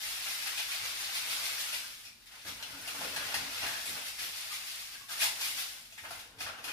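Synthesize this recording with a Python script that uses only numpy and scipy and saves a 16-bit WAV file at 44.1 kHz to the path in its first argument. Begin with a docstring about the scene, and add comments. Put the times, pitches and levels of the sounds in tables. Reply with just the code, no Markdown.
"""A bright patter of bath salt, running from a plastic pouch into a filled tub in a small, hard-walled room.
The crystals hit the water and pull down tiny bubbles that fizz; now and then a larger one plinks.
The pouch is turned over, crumpled and shaken, so the salt comes in spurts. Its stiff film crackles
and snaps and its panels thump, over a faint rumble of the house."""
import sys
import numpy as np
from scipy import signal
from scipy.fft import rfft, irfft
from scipy.io import wavfile

SR = 44100
rng = np.random.default_rng(int(sys.argv[2]) if len(sys.argv) > 2 else 0)


def store_pcm(level_fs):
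    """Save levels as 16-bit WAV."""
    pcm = np.round(np.clip(level_fs, -1, 1) * 32767).astype(np.int16)
    wavfile.write(sys.argv[1], SR, np.atleast_2d(pcm).T)


N = 296748
TIME = np.arange(N) / SR


def from_db(db):
    """Decibels to gain."""
    return 10 ** (np.asarray(db) / 20)


def unit_rms(x):
    """Scale to unit power."""
    return x / np.sqrt(np.mean(x ** 2) + 1e-20)


def automation(points):
    """A curve of (time_s, value) points, read at every sample."""
    return np.interp(TIME, *np.transpose(points))


def at_hz(points, hz):
    """Read a table along a logarithmic frequency axis."""
    freqs, values = np.transpose(points)
    return np.interp(np.log(np.maximum(hz, 1)), np.log(freqs), values)


def add(track, start_s, sound):
    """Lay a sound into a track."""
    start = int(np.clip(start_s * SR, 0, N - 1))
    track[start:start + len(sound)] += sound[:N - start]


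def drift(rate_hz):
    """Slow random wobble of unit power."""
    hop, settle = 40, 2000
    pole = np.exp(-2 * np.pi * rate_hz * hop / SR)
    noise = rng.standard_normal(N // hop + settle + 2)
    slow = signal.lfilter([1], [1, -2 * pole, pole * pole], noise)[settle:]
    return np.interp(np.arange(N) / hop, np.arange(len(slow)), unit_rms(slow))


def colour(x, spectrum, size=4096):
    """Minimum-phase EQ with the given shape; white input keeps its power."""
    hz = np.abs(np.fft.fftfreq(size, 1 / SR))
    log_gain = np.log(from_db(at_hz(spectrum, hz)))
    response = np.fft.ifft(np.exp(np.conj(signal.hilbert(log_gain)))).real[:size // 2]
    return signal.oaconvolve(x, response / np.linalg.norm(response))[:N]


def resonate(x, pitch_hz, width_hz):
    """One resonance; white input keeps its power."""
    radius = np.exp(-np.pi * width_hz / SR)
    feedforward = np.sqrt((1 - radius ** 2) / 2) * np.array([1, 0, -1])
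    feedback = [1, -2 * radius * np.cos(2 * np.pi * pitch_hz / SR), radius ** 2]
    return signal.lfilter(feedforward, feedback, x + 1e-18)


def grains(per_s, spread_db):
    """Random clicks of uneven size, with unit mean power at any rate."""
    chance = np.clip(per_s / SR, 1e-5, 1)
    sizes = from_db(spread_db * np.minimum(rng.exponential(1, N), 4.5)) * rng.choice([-1, 1], N)
    return (rng.random(N) < chance) * unit_rms(sizes) / np.sqrt(chance)


def with_swells(bed_db, swells, rise_share):
    """Level in dB of a bed plus swells, each with an attack that is a share of its fall time."""
    power = from_db(bed_db) ** 2
    for peak_s, level_db, fall_s in swells:
        near = slice(*np.searchsorted(TIME, [peak_s - 10 * fall_s, peak_s + 10 * fall_s]))
        age = (TIME[near] - peak_s) / fall_s
        envelope = np.exp(-np.where(age < 0, (age / rise_share) ** 2 / 2, age))
        power[near] += (from_db(level_db) * envelope) ** 2
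    return 10 * np.log10(power)


# tone of the quiet house: freq_hz, gain_db
ROOM_TONE_EQ = [(15, -32), (27, -17), (42, 7), (65, -11), (110, -0.5), (150, -12), (230, -5.5),
                (400, -17.5), (1000, -20), (3000, -17.5), (8000, -22.5), (15000, -24.5)]


def room_tone():
    """Faint rumble and hiss of the house, partly shared by both channels."""
    common, left, right = (colour(white, ROOM_TONE_EQ) for white in rng.standard_normal((3, N)))
    return from_db(-67.5) * (common + 0.71 * np.array([left, right]))


# reverb time of the bathroom: freq_hz, t60_s
REVERB_DECAY = [(100, 1), (500, 0.49), (2000, 0.33), (6000, 0.62), (15000, 0.22)]
# how alike the reverb is left and right: freq_hz, correlation
REVERB_LIKENESS = [(100, 0.65), (350, 0.9), (700, 0.18), (1400, -0.058), (3000, 0.07), (12000, -0.053)]
# lean of the stereo image: freq_hz, left_over_right_db
BALANCE = [(100, 5), (1000, 2), (5000, 2), (8000, 2), (12000, -1.8)]


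def bathroom(x, direct_db, early_boost, early_s, size=16384):
    """A sound from one spot: a weak direct path, then dense echoes off tub and tile."""
    t, response = TIME[:size], np.zeros((2, size))
    hz = np.fft.rfftfreq(size, 1 / SR)
    octave = np.log2(np.clip(hz, 125, 16000) / 125)
    noise = rfft(rng.standard_normal((2, size)))
    sides = np.array([[1], [-1]])
    for k in range(8):
        centre_hz, band = 125 * 2 ** k, np.maximum(1 - np.abs(octave - k), 0)
        mid, side = irfft(noise * band)
        alike = at_hz(REVERB_LIKENESS, centre_hz)
        echoes = np.sqrt((1 + alike) / 2) * mid + np.sqrt((1 - alike) / 2) * side * sides
        decay = np.exp(-np.log(1000) * t / at_hz(REVERB_DECAY, centre_hz))
        decay *= 1 + early_boost * np.exp(-t / early_s)  # the tub walls answer first
        response += echoes * decay / np.linalg.norm(decay)
    # the direct sound reaches the left a few samples sooner
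    response[[0, 1], [0, rng.integers(3, 12)]] += from_db(direct_db)
    response = irfft(rfft(response) * from_db(sides * at_hz(BALANCE, hz) / 2))
    return signal.fftconvolve(x[None], response, axes=1)[:, :N]


def scatter(x, dwell_s, spots=12):
    """Hits and creases crossfade from spot to spot, each with its own pattern of echoes."""
    visits = np.concatenate([rng.permutation(spots) for _ in range(200)])
    step = TIME / dwell_s
    now, fade = step.astype(int), step % 1 * np.pi / 2
    leaving, arriving = x * np.cos(fade), x * np.sin(fade)
    out = np.zeros((2, N))
    for spot in range(spots):
        part = leaving * (visits[now] == spot) + arriving * (visits[now + 1] == spot)
        out += bathroom(part, direct_db=-10, early_boost=1, early_s=0.031)
    return out


# how hard the hands work the pouch, the bed under thumps and creases: time_s, level_db
HANDLING_LEVEL = [(0, -56), (1.0, -53.5), (1.4, -48.5), (1.82, -55.5), (2.2, -76), (2.6, -51.5),
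                  (3.25, -43), (3.9, -53.5), (4.15, -60), (4.6, -58.5), (5.04, -67), (5.12, -49),
                  (5.6, -51.5), (5.95, -69.5), (6.17, -54), (6.35, -63.5), (6.46, -43.5), (6.73, -60)]
# lurches of the pouch: peak_s, deep_db, panel_db, fall_s
POUCH_LURCHES = [(0.82, -62, -78, 0.033), (1.33, -77, -64, .06), (2.485, -56.5, -51, 0.039),
                 (2.76, -63.5, -62, 0.18), (3.03, -74, -50, 0.087), (3.18, -59, -59, .07),
                 (3.385, -58, -56, 0.099), (3.66, -56, -55, 0.065), (3.91, -65, -53.5, 0.052),
                 (4.25, -60, -65, 0.049), (6.04, -64, -66, .04), (6.12, -65, -65, 0.11),
                 (6.41, -61.5, -63.5, 0.12), (6.68, -64, -59, 0.097)]
# low resonances of tub and room: pitch_hz, width_hz, gain_db
LOW_MODES = [(44.7, 24, -5.5), (90.6, 12, 3.5), (119, 27, -4.5), (167.4, 15, -2.5), (226, 5.2, -2.5),
             (275.7, 8.9, 4.5), (316, 20, -9), (433, 62, -3)]


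def pouch_thumps():
    """The swaying, lurching pouch drives the low resonances: its bulk the deepest, its panels the rest."""
    handling_db = automation(HANDLING_LEVEL)
    deep_swells = [(s, db, fall_s) for s, db, _, fall_s in POUCH_LURCHES]
    panel_swells = [(s, db, fall_s) for s, _, db, fall_s in POUCH_LURCHES]
    deep_db = with_swells(handling_db - 22, deep_swells, rise_share=0.55)
    panel_db = with_swells(handling_db - 21, panel_swells, rise_share=0.55)
    push = grains(900, spread_db=1)
    deep, panel = from_db(deep_db - 5.5) * push, from_db(panel_db - 7.5) * push
    return sum(from_db(gain_db) * resonate(deep if hz < 150 else panel, hz, width_hz)
               for hz, width_hz, gain_db in LOW_MODES)


# squeezes that crumple the film: peak_s, level_db, fall_s
POUCH_SQUEEZES = [(0.28, -50.5, .06), (0.85, -45, .025), (1.44, -51, .04), (2.335, -51.5, 0.05),
                  (2.485, -46.5, 0.036), (3.025, -40, 0.037), (3.2, -41, 0.051), (3.635, -40, .075),
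                  (3.965, -43.5, 0.068), (4.22, -47, 0.028), (5.23, -54, .04), (5.53, -50, .04),
                  (6.048, -40.5, 0.011), (6.135, -47.5, 0.033), (6.455, -46, 0.043), (6.59, -45, 0.019),
                  (6.685, -41, .03)]
# midrange body of the film: freq_hz, gain_db
FILM_EQ = [(100, -31.5), (250, -20.5), (430, -6.5), (600, 0.5), (760, 0.5), (980, 3), (1170, -4),
           (1420, 7.5), (1950, 0), (3000, 0), (6000, -39), (15000, -23)]


def film_creases():
    """The film crumples in many small creases, loudest at each squeeze."""
    crumple_db = with_swells(automation(HANDLING_LEVEL), POUCH_SQUEEZES, rise_share=0.39)
    envelope = from_db(crumple_db - 1.5 + 1.2 * drift(rate_hz=9.4))
    return colour(envelope * grains(1800, spread_db=4), FILM_EQ)


# buckles and shakes of the pouch: start_s, level_db, ring_hz, ring_gain_db, decay_s
BUCKLES = [(0.257, -37, 1410, -3, 0.0086), (0.461, -40, 1930, 7, 0.013), (0.573, -39.5, 2800, 1.5, 0.041),
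           (1.314, -42, 2580, 1, 0.014), (1.726, -35, 3300, -10, 0.013), (2.052, -48.5, 5000, 4, 0.0079),
           (2.448, -52, 1520, 7, 0.038), (2.625, -36, 3180, 4, 0.0051), (2.875, -32.5, 2420, 2, 0.0056),
           (2.947, -39, 1000, 5, 0.0051), (3.01, -35.5, 900, 1.5, .005), (3.044, -33.5, 520, -6, 0.0057),
           (3.162, -26, 1600, -3, 0.0052), (3.341, -21.5, 1870, 0, 0.007), (3.628, -34.5, 780, -2.5, 0.023),
           (3.66, -44.5, 1560, 5, 0.12), (3.855, -40.5, 9100, 1, 0.018), (4.192, -51, 3720, 4, 0.076),
           (5.09, -46, 1420, 3.5, 0.059), (5.216, -34.5, 2200, 6, 0.024), (5.245, -39, 1010, -2.5, 0.027),
           (5.41, -37, 4430, 4.5, 0.0073), (5.922, -50, 6000, -4, 0.012), (5.978, -52, 2100, 15, 0.0094),
           (6.036, -50, 1550, 12, 0.0066), (6.107, -35.5, 860, 0, 0.0057), (6.193, -43.5, 1890, -7, 0.0097),
           (6.385, -45, 1410, -8, .016), (6.404, -33.5, 1410, -1.5, 0.01), (6.464, -39, 1360, 0.5, 0.024),
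           (6.576, -49, 1260, 2, 0.02), (6.641, -33, 855, -5, 0.0094), (6.679, -47.5, 2360, 11, 0.028)]
# bright edge of a crack: freq_hz, gain_db
CRACK_EQ = [(200, -38), (900, -36), (1800, 16.5), (2800, 16), (5300, 10), (7500, 1.5), (10500, 7.5),
            (15000, -7)]


def film_snaps():
    """A buckle starts with a crack, runs out in crackle and rings one stretch of film."""
    crackle = grains(12000, spread_db=-0.5)
    cracks, rings, body = np.zeros((3, N))
    for start_s, level_db, ring_hz, ring_gain_db, decay_s in BUCKLES:
        burst = crackle[int(start_s * SR):][:SR // 5]
        burst = from_db(level_db + 0.5) * burst * np.exp(-TIME[:len(burst)] / decay_s)
        add(cracks, start_s, burst)
        add(rings, start_s, from_db(ring_gain_db) * resonate(burst, ring_hz, width_hz=0.28 * ring_hz))
    # the sagging pouch answers a moment after the crack
    add(body, 0.001, from_db(-5) * colour(cracks, FILM_EQ))
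    return colour(cracks, CRACK_EQ) + body + rings


def bubble(pitch_hz, cycles, rise):
    """A sine that dies by 60 dB over its cycles and bends up as the bubble nears the surface."""
    age = np.arange(int(cycles / pitch_hz * SR) + 2) * pitch_hz / SR
    return np.sin(2 * np.pi * age * (1 + rise * age / cycles)) * np.exp(-np.log(1000) * age / cycles)


# larger bubbles: start_s, pitch_hz, level_db
LARGE_BUBBLES = [(1.687, 1360, -39), (1.836, 1580, -37), (2.069, 2410, -37.5), (4.185, 1740, -35.5),
                 (4.509, 1200, -39.5), (4.949, 1630, -35.5), (5.008, 1125, -46), (5.033, 1095, -48)]


def plinks():
    """Now and then a clump of salt traps a larger bubble."""
    out = np.zeros(N)
    for start_s, pitch_hz, level_db in LARGE_BUBBLES:
        add(out, start_s, from_db(level_db) * bubble(pitch_hz, cycles=60, rise=0.0051))
    return out


# brightness, following the share of fine crystals in the stream: time_s, treble_db
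TREBLE_RIDE = [(0, 2), (.8, -2.5), (2.0, 2.5), (2.35, -3.5), (2.65, -1), (2.9, 2.5), (3.35, -3.5),
               (3.65, -3), (3.9, 3), (4.4, 0.5), (5.4, 3), (6.15, 2), (6.5, -4.5), (6.73, 4)]


def ride_treble(x):
    """A moving high shelf brightens and dulls the salt, and the film along with it."""
    treble = signal.sosfilt(signal.butter(1, 6500, "high", fs=SR, output="sos"), x)
    return x + (from_db(automation(TREBLE_RIDE)) - 1) * treble


# trickle under the spurts, drying up whenever the pouch is righted: time_s, level_db
TRICKLE_LEVEL = [(0, -42.5), (1.45, -41), (1.77, -44), (2.17, -66), (2.33, -54.5), (2.75, -49.5),
                 (3.3, -42), (3.97, -45), (4.15, -54.5), (4.36, -46), (4.8, -47.5), (5.06, -56.5),
                 (5.45, -46), (5.76, -52), (5.89, -61.5), (6.19, -51), (6.33, -67), (6.73, -55)]
# one spurt a shake, about seven a second in the first pour: peak_s, level_db, fall_s
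SALT_SPURTS = [(0.095, -47, 0.016), (0.295, -43, 0.07), (0.475, -38.5, 0.013), (0.595, -39, 0.03),
               (0.728, -40.5, 0.038), (0.86, -47, .03), (1.009, -40, 0.032), (1.171, -36.5, 0.038),
               (1.324, -38.5, 0.048), (1.46, -38, 0.028), (1.605, -38, .02), (1.743, -41, 0.022),
               (2.0, -57, 0.1), (2.485, -40.5, 0.029), (2.895, -46.5, 0.016), (3.04, -45, 0.028),
               (3.362, -39.5, 0.01), (3.652, -41, 0.089), (3.895, -45.5, 0.019), (4.081, -43.5, 0.033),
               (4.234, -41, 0.06), (4.375, -45, 0.032), (4.545, -43, 0.036), (4.69, -45.5, 0.031),
               (4.94, -50, 0.028), (5.125, -42, 0.032), (5.231, -30, 0.035), (5.449, -39, 0.056),
               (5.594, -37.5, 0.038), (6.424, -41.5, 0.026), (6.66, -45, 0.027)]
# tone of crystals hitting water: freq_hz, gain_db
PATTER_EQ = [(150, -44), (400, -30.5), (720, -13.5), (1000, -11.5), (1500, -6), (2400, -2), (3300, -1.5),
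             (5300, -3.5), (6400, -7), (7600, -9.5), (10000, -7), (12500, -9.5), (15000, -14.5)]


def salt_pour():
    """Crystals hit the water and pull down tiny bubbles; more flow means denser hits and louder fizz."""
    level_db = with_swells(automation(TRICKLE_LEVEL), SALT_SPURTS, rise_share=0.8)
    flow = from_db(level_db - np.max(level_db))
    patter = colour(grains(14000 * flow + 300, spread_db=2), PATTER_EQ)
    fizz = np.zeros(N)
    for when, pitch, softness in rng.random((2200, 3)):
        ping = bubble(pitch_hz=1900 * 3 ** pitch, cycles=113, rise=0.043)
        add(fizz, when * N / SR, from_db(-22 * softness) * ping)
    envelope = from_db(level_db + 0.5 * drift(rate_hz=12))
    return envelope * (from_db(3.5) * patter + from_db(-9.5) * unit_rms(fizz))


def scene():
    """Salt and creases spread through the room; snaps and plinks each sit at one spot, more direct."""
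    scattered = scatter(ride_treble(salt_pour() + film_creases()), dwell_s=0.012)
    snaps = bathroom(ride_treble(film_snaps()), direct_db=-8, early_boost=0.89, early_s=0.015)
    bubbles = bathroom(plinks(), direct_db=-7, early_boost=0.89, early_s=0.015)
    thumps = pouch_thumps() * from_db([[1], [-1]])  # slightly left
    return scattered + snaps + bubbles + thumps + room_tone()


def record(dry):
    """A steep low-pass takes off the top above 15.3 kHz."""
    return signal.sosfilt(signal.ellip(12, 0.1, 85, 15300, fs=SR, output="sos"), dry)


dry = scene()
out = record(dry)
store_pcm(out)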